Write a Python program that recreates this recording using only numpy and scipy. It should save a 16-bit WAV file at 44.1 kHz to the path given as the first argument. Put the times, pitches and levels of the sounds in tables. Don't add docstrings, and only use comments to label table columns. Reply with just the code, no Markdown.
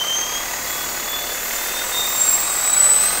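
import sys
import numpy as np
from scipy import signal
from scipy.fft import rfft, irfft
from scipy.io import wavfile
from scipy.ndimage import uniform_filter1d

SR = 44100
rng = np.random.default_rng(int(sys.argv[2]) if len(sys.argv) > 2 else 0)


def put_to_file(sound):
    columns = np.atleast_2d(sound).T
    safe = np.clip(columns, -1, 1)
    whole_steps = np.round(safe * 32767)
    wavfile.write(sys.argv[1], SR, whole_steps.astype(np.int16))


def undo_db(level):
    steps = np.asarray(level, float) / 20
    return 10 ** steps


N = 141120


def in_time(rows):
    s, *columns = np.transpose(rows)
    return [np.interp(np.arange(N) / SR, s, c) for c in columns]


def rms_one(x):
    return x / np.sqrt(np.mean(np.abs(x) ** 2))


def coloured(points):
    hz = np.maximum(np.arange(N // 2 + 1) * SR / N, 1)
    at, db = np.transpose(points)
    rolloff_db = -12 * np.log2(np.maximum(hz / at[-1], 1))
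    shape_db = np.interp(np.log(hz), np.log(at), db) + rolloff_db
    return rms_one(irfft(rfft(rng.standard_normal(N)) * undo_db(shape_db), N))


def wander(hz):
    settle = 9000
    white = rng.standard_normal(N + settle) + 1j * rng.standard_normal(N + settle)
    lowpass = signal.butter(2, hz, fs=SR, output="sos")
    return rms_one(signal.sosfilt(lowpass, white)[settle:])


def resonance(x, hz, width_hz):
    r = np.exp(-np.pi * width_hz / SR)
    zeros = (1 - r * r) / 2 * np.array([1, 0, -1])
    poles = [1, -2 * r * np.cos(2 * np.pi * hz / SR), r * r]
    return signal.lfilter(zeros, poles, x)


def swept(modes, hz):
    grid = np.arange(0, 17000, .5)
    power = sum(undo_db(2 * db) / (1 + (2 * (grid - at) / width) ** 2) ** 2 for at, width, db in modes)
    return np.sqrt(2 * np.interp(hz, grid, power))


# (frequency [Hz], width [Hz], level [dB])
BLOCK_MODES = [(525, 77, -15), (815, 40, -4.5), (958, 51, -2.5), (1200, 130, -3.5), (1507, 52, -4),
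               (1957, 78, -3), (2103, 64, -2), (2571, 27, -3.5), (4610, 260, -10), (5880, 190, -22.5)]
# (frequency [Hz], spectral density [dB per Hz])
ROAR_SPECTRUM = [(25, -9.5), (55, -27), (115, -22.5), (250, -12.5), (420, -4.5), (1600, -2.5), (2400, -6),
                 (5500, -10.5)]


def engine(turns, load_db):
    block_db, spread_db, sharpness = -5, 1.5, 1.6
    mean_depth, fade_per_db = .5, .06
    strength = undo_db(spread_db * rng.standard_normal(200))[turns.astype(int)]
    pulse = strength * np.abs(np.sin(np.pi * turns)) ** (2 * sharpness)
    depth = mean_depth - fade_per_db * (load_db - load_db.mean())
    gate = 1 - depth + depth * pulse / pulse.mean()
    gate = gate / np.sqrt(uniform_filter1d(gate ** 2, size=9000))

    noise = gate * rng.standard_normal(N)
    block = 0
    for k, (hz, width_hz, db) in enumerate(BLOCK_MODES):
        block = block + (-1) ** k * undo_db(db) * resonance(noise, hz, width_hz)
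    roar = np.sqrt(gate) * coloured(ROAR_SPECTRUM)
    return undo_db(load_db) * (undo_db(block_db) * rms_one(block) + roar)


# (frequency [Hz], width [Hz], tone level [dB])
EXHAUST_MODES = [(37.8, 4, -49), (41.5, 5, -49), (73.5, 7, -54.5), (143, 14, -59), (170, 12, -51),
                 (230, 60, -55), (265, 30, -57), (345, 60, -54), (510, 30, -48.5), (588, 30, -46),
                 (695, 45, -46), (780, 50, -50), (890, 50, -50), (1230, 120, -50)]


def orders(rate, turns, load_db):
    level_db, swing_db, follow = 1, 2.0, 1.06
    count, knots, thin = 36, 30, 12
    k, rate, turns = np.arange(1, count + 1)[:, None], rate[::thin], turns[::thin]
    at = np.linspace(0, knots - 1, len(rate))
    swing = np.array([np.interp(at, np.arange(knots), row) for row in rng.standard_normal((count, knots))])
    swing[0] /= 2
    swing[11:] += follow * (load_db[::thin] - load_db.mean()) / swing_db
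    sines = np.sin(2 * np.pi * (k * turns + rng.random((count, 1))))
    ladder = swept(EXHAUST_MODES, k * rate) * undo_db(swing_db * swing) * sines
    return undo_db(level_db) * signal.resample_poly(ladder.sum(axis=0), thin, 1)[:N]


# (frequency [Hz], width [Hz], tone level [dB])
DUCT_LOW_MODES = [(3114, 51, -23.3), (3139, 23, -23.0), (3185, 30, -28.2), (3205, 26, -36.5),
                  (3245, 42, -28.4), (3382, 27, -37.9), (3452, 20, -30.3), (3472, 56, -36.3),
                  (3590, 84, -38.1), (3637, 23, -31.7), (3673, 28, -25.4), (3701, 96, -33.8),
                  (3818, 23, -38.5), (3923, 106, -40.5), (4049, 104, -39.3)]
DUCT_MID_MODES = [(6230, 300, -37.7), (6328, 107, -25.4), (6486, 82, -31.1), (6661, 67, -33.5),
                  (6827, 101, -35.6), (7004, 71, -35.8), (7124, 51, -31.7), (7346, 34, -34.4),
                  (7452, 74, -18.8), (7517, 83, -16.2), (7680, 58, -26.6), (7786, 129, -23.9),
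                  (7937, 221, -14.2), (8090, 47, -18.7), (8190, 42, -26.8)]
DUCT_HIGH_MODES = [(10476, 89, -42.7), (10801, 267, -38.9), (11278, 151, -33.6), (11520, 342, -40.2),
                   (12130, 424, -39.0), (12940, 600, -41.6), (13512, 99, -33.2), (13806, 129, -31.1),
                   (14120, 259, -33.2), (14371, 215, -33.0), (14806, 166, -26.7), (15045, 109, -24.9),
                   (15177, 67, -28.5), (15474, 352, -39.7)]
# (frequency [Hz], width [Hz], tone level [dB])
BULKHEAD_LEAKS = [
    (3950, 350, -41),
    (6950, 900, -41),
    (15600, 400, -39),
]
# (trim [dB], unsteady share [0-1], flutter [Hz], halo level [dB], halo width [Hz])
WHISTLE_OVERTONES = [
    (1, .16, 32, -14, 110),
    (1, .26, 45, -10, 200),
    (1, .3, 50, -12, 200),
    (.5, .35, 60, -9, 250),
]


def whistle(hz, turns):
    notch_hz, notch_width_hz, throb_depth = 3657, 7, .2
    phase = 2 * np.pi * np.cumsum(hz) / SR
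    pitches = np.arange(1, 5)[:, None] * hz
    notch = 1 - 1 / (1 + ((pitches - notch_hz) / notch_width_hz) ** 4)
    heights = swept([*DUCT_LOW_MODES, *DUCT_MID_MODES, *DUCT_HIGH_MODES], pitches) * notch
    leaks = swept(BULKHEAD_LEAKS, pitches)
    throb = 1 + throb_depth * np.cos(2 * np.pi * turns)
    out = 0
    for k, (db, share, flutter_hz, halo_db, halo_hz) in enumerate(WHISTLE_OVERTONES):
        steady = np.sqrt(1 - share) * throb
        flutter = np.sqrt(share) * wander(flutter_hz)
        halo = undo_db(halo_db) * wander(halo_hz)
        envelope = heights[k] * (steady + flutter + halo) + leaks[k] * wander(flutter_hz)
        out = out + undo_db(db) * (envelope * np.exp(1j * (k + 1) * phase)).real
    return out


# (time [s], hiss level [dB], swirl level [dB], swirl centre [multiple of whistle pitch])
INTAKE_AIR = [(0, -30, -34.5, 2.02), (.3, -30.5, -33.5, 2.02), (.5, -29, -35, 2.05),
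              (.75, -27.5, -33, 2.15), (1.05, -28.5, -37.5, 2.1), (1.4, -27.5, -39, 2.08),
              (1.7, -26, -37.5, 2.1), (1.95, -25.5, -30.5, 2.2), (2.1, -24.5, -32, 2.15),
              (2.3, -24.5, -27.5, 2.12), (2.5, -26, -24.5, 2.1), (2.7, -26, -28, 2.1),
              (2.88, -27, -22.5, 2.06), (3.05, -25.5, -36, 2.06), (3.2, -24, -24, 2.08)]
# (frequency [Hz], spectral density [dB per Hz])
HISS_SPECTRUM = [(2500, -7), (5300, -2), (6300, 2), (8500, -1.5), (9200, -7.5), (10500, -7.5), (12300, -2),
                 (15500, 0.5)]


def intake(hz):
    swirl_width_hz, swirl_cut_hz = 450, 9030
    hiss_db, swirl_db, multiple = in_time(INTAKE_AIR)
    hiss_db = hiss_db + wander(3.4).real
    swirl_db = swirl_db + 1.5 * wander(10).real
    centre = np.exp(2j * np.pi * np.cumsum(multiple * hz) / SR)
    swirl = np.sqrt(2) * (wander(swirl_width_hz) * centre).real
    swirl = signal.sosfilt(signal.butter(8, swirl_cut_hz, fs=SR, output="sos"), swirl)
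    return undo_db(hiss_db) * coloured(HISS_SPECTRUM) + undo_db(swirl_db) * swirl


def cab(x):
    t60_s, wet_db, poses = .04, -11, 9
    n = np.arange(int(t60_s * SR))
    place, reflected = np.linspace(0, poses - 1, N), 0
    for k in range(poses):
        echo = rng.standard_normal(len(n)) * undo_db(-60 * n / len(n))
        echo *= undo_db(wet_db) / np.sqrt(np.sum(echo ** 2))
        nearness = np.sqrt(np.clip(1 - np.abs(place - k), 0, 1))
        reflected = reflected + nearness * signal.fftconvolve(x, echo)[:N]
    return (x + reflected) / np.sqrt(1 + undo_db(2 * wet_db))


# (time [s], firing rate [1/s])
FIRING_RATE = [(0, 34.4), (.15, 35.2), (.4, 37.5), (.75, 36.4), (1.05, 37.35), (1.3, 37), (1.65, 39.3),
               (2.05, 38.6), (2.35, 40.2), (2.6, 40.5), (2.85, 41.75), (3, 42.05), (3.2, 42.6)]
# (time [s], level [dB])
ENGINE_LOAD = [(0, -31.5), (.4, -29.5), (.8, -31), (1.3, -30), (1.7, -30), (2.1, -30.5), (2.4, -29),
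               (2.8, -28.5), (3.2, -28)]
# (time [s], pitch [Hz])
WHISTLE_PITCH = [(0, 3092), (.07, 3129), (.15, 3144), (.45, 3293), (.57, 3337), (.72, 3378), (.84, 3389),
                 (1.17, 3457), (1.4, 3501), (1.65, 3595), (1.82, 3648), (2.02, 3678), (2.14, 3699),
                 (2.42, 3796), (2.57, 3840), (2.87, 3963), (3.05, 4035), (3.2, 4106)]


def scene():
    (hz,), (rate,), (load_db,) = in_time(WHISTLE_PITCH), in_time(FIRING_RATE), in_time(ENGINE_LOAD)
    turns = np.cumsum(rate) / SR
    noises = cab(engine(turns, load_db) + intake(hz))
    tones = orders(rate, turns, load_db) + whistle(hz, turns)
    return np.tile(noises + tones, (2, 1))


def top_cut(x):
    return signal.sosfilt(signal.butter(12, 16410, fs=SR, output="sos"), x)


def record(dry):
    cutoff_hz = 15730
    passed = np.arange(N // 2 + 1) * SR / N < cutoff_hz
    mix = irfft(rfft(dry, axis=1) * passed, N, axis=1)
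    return top_cut(mix)


dry = scene()
out = record(dry)
put_to_file(out)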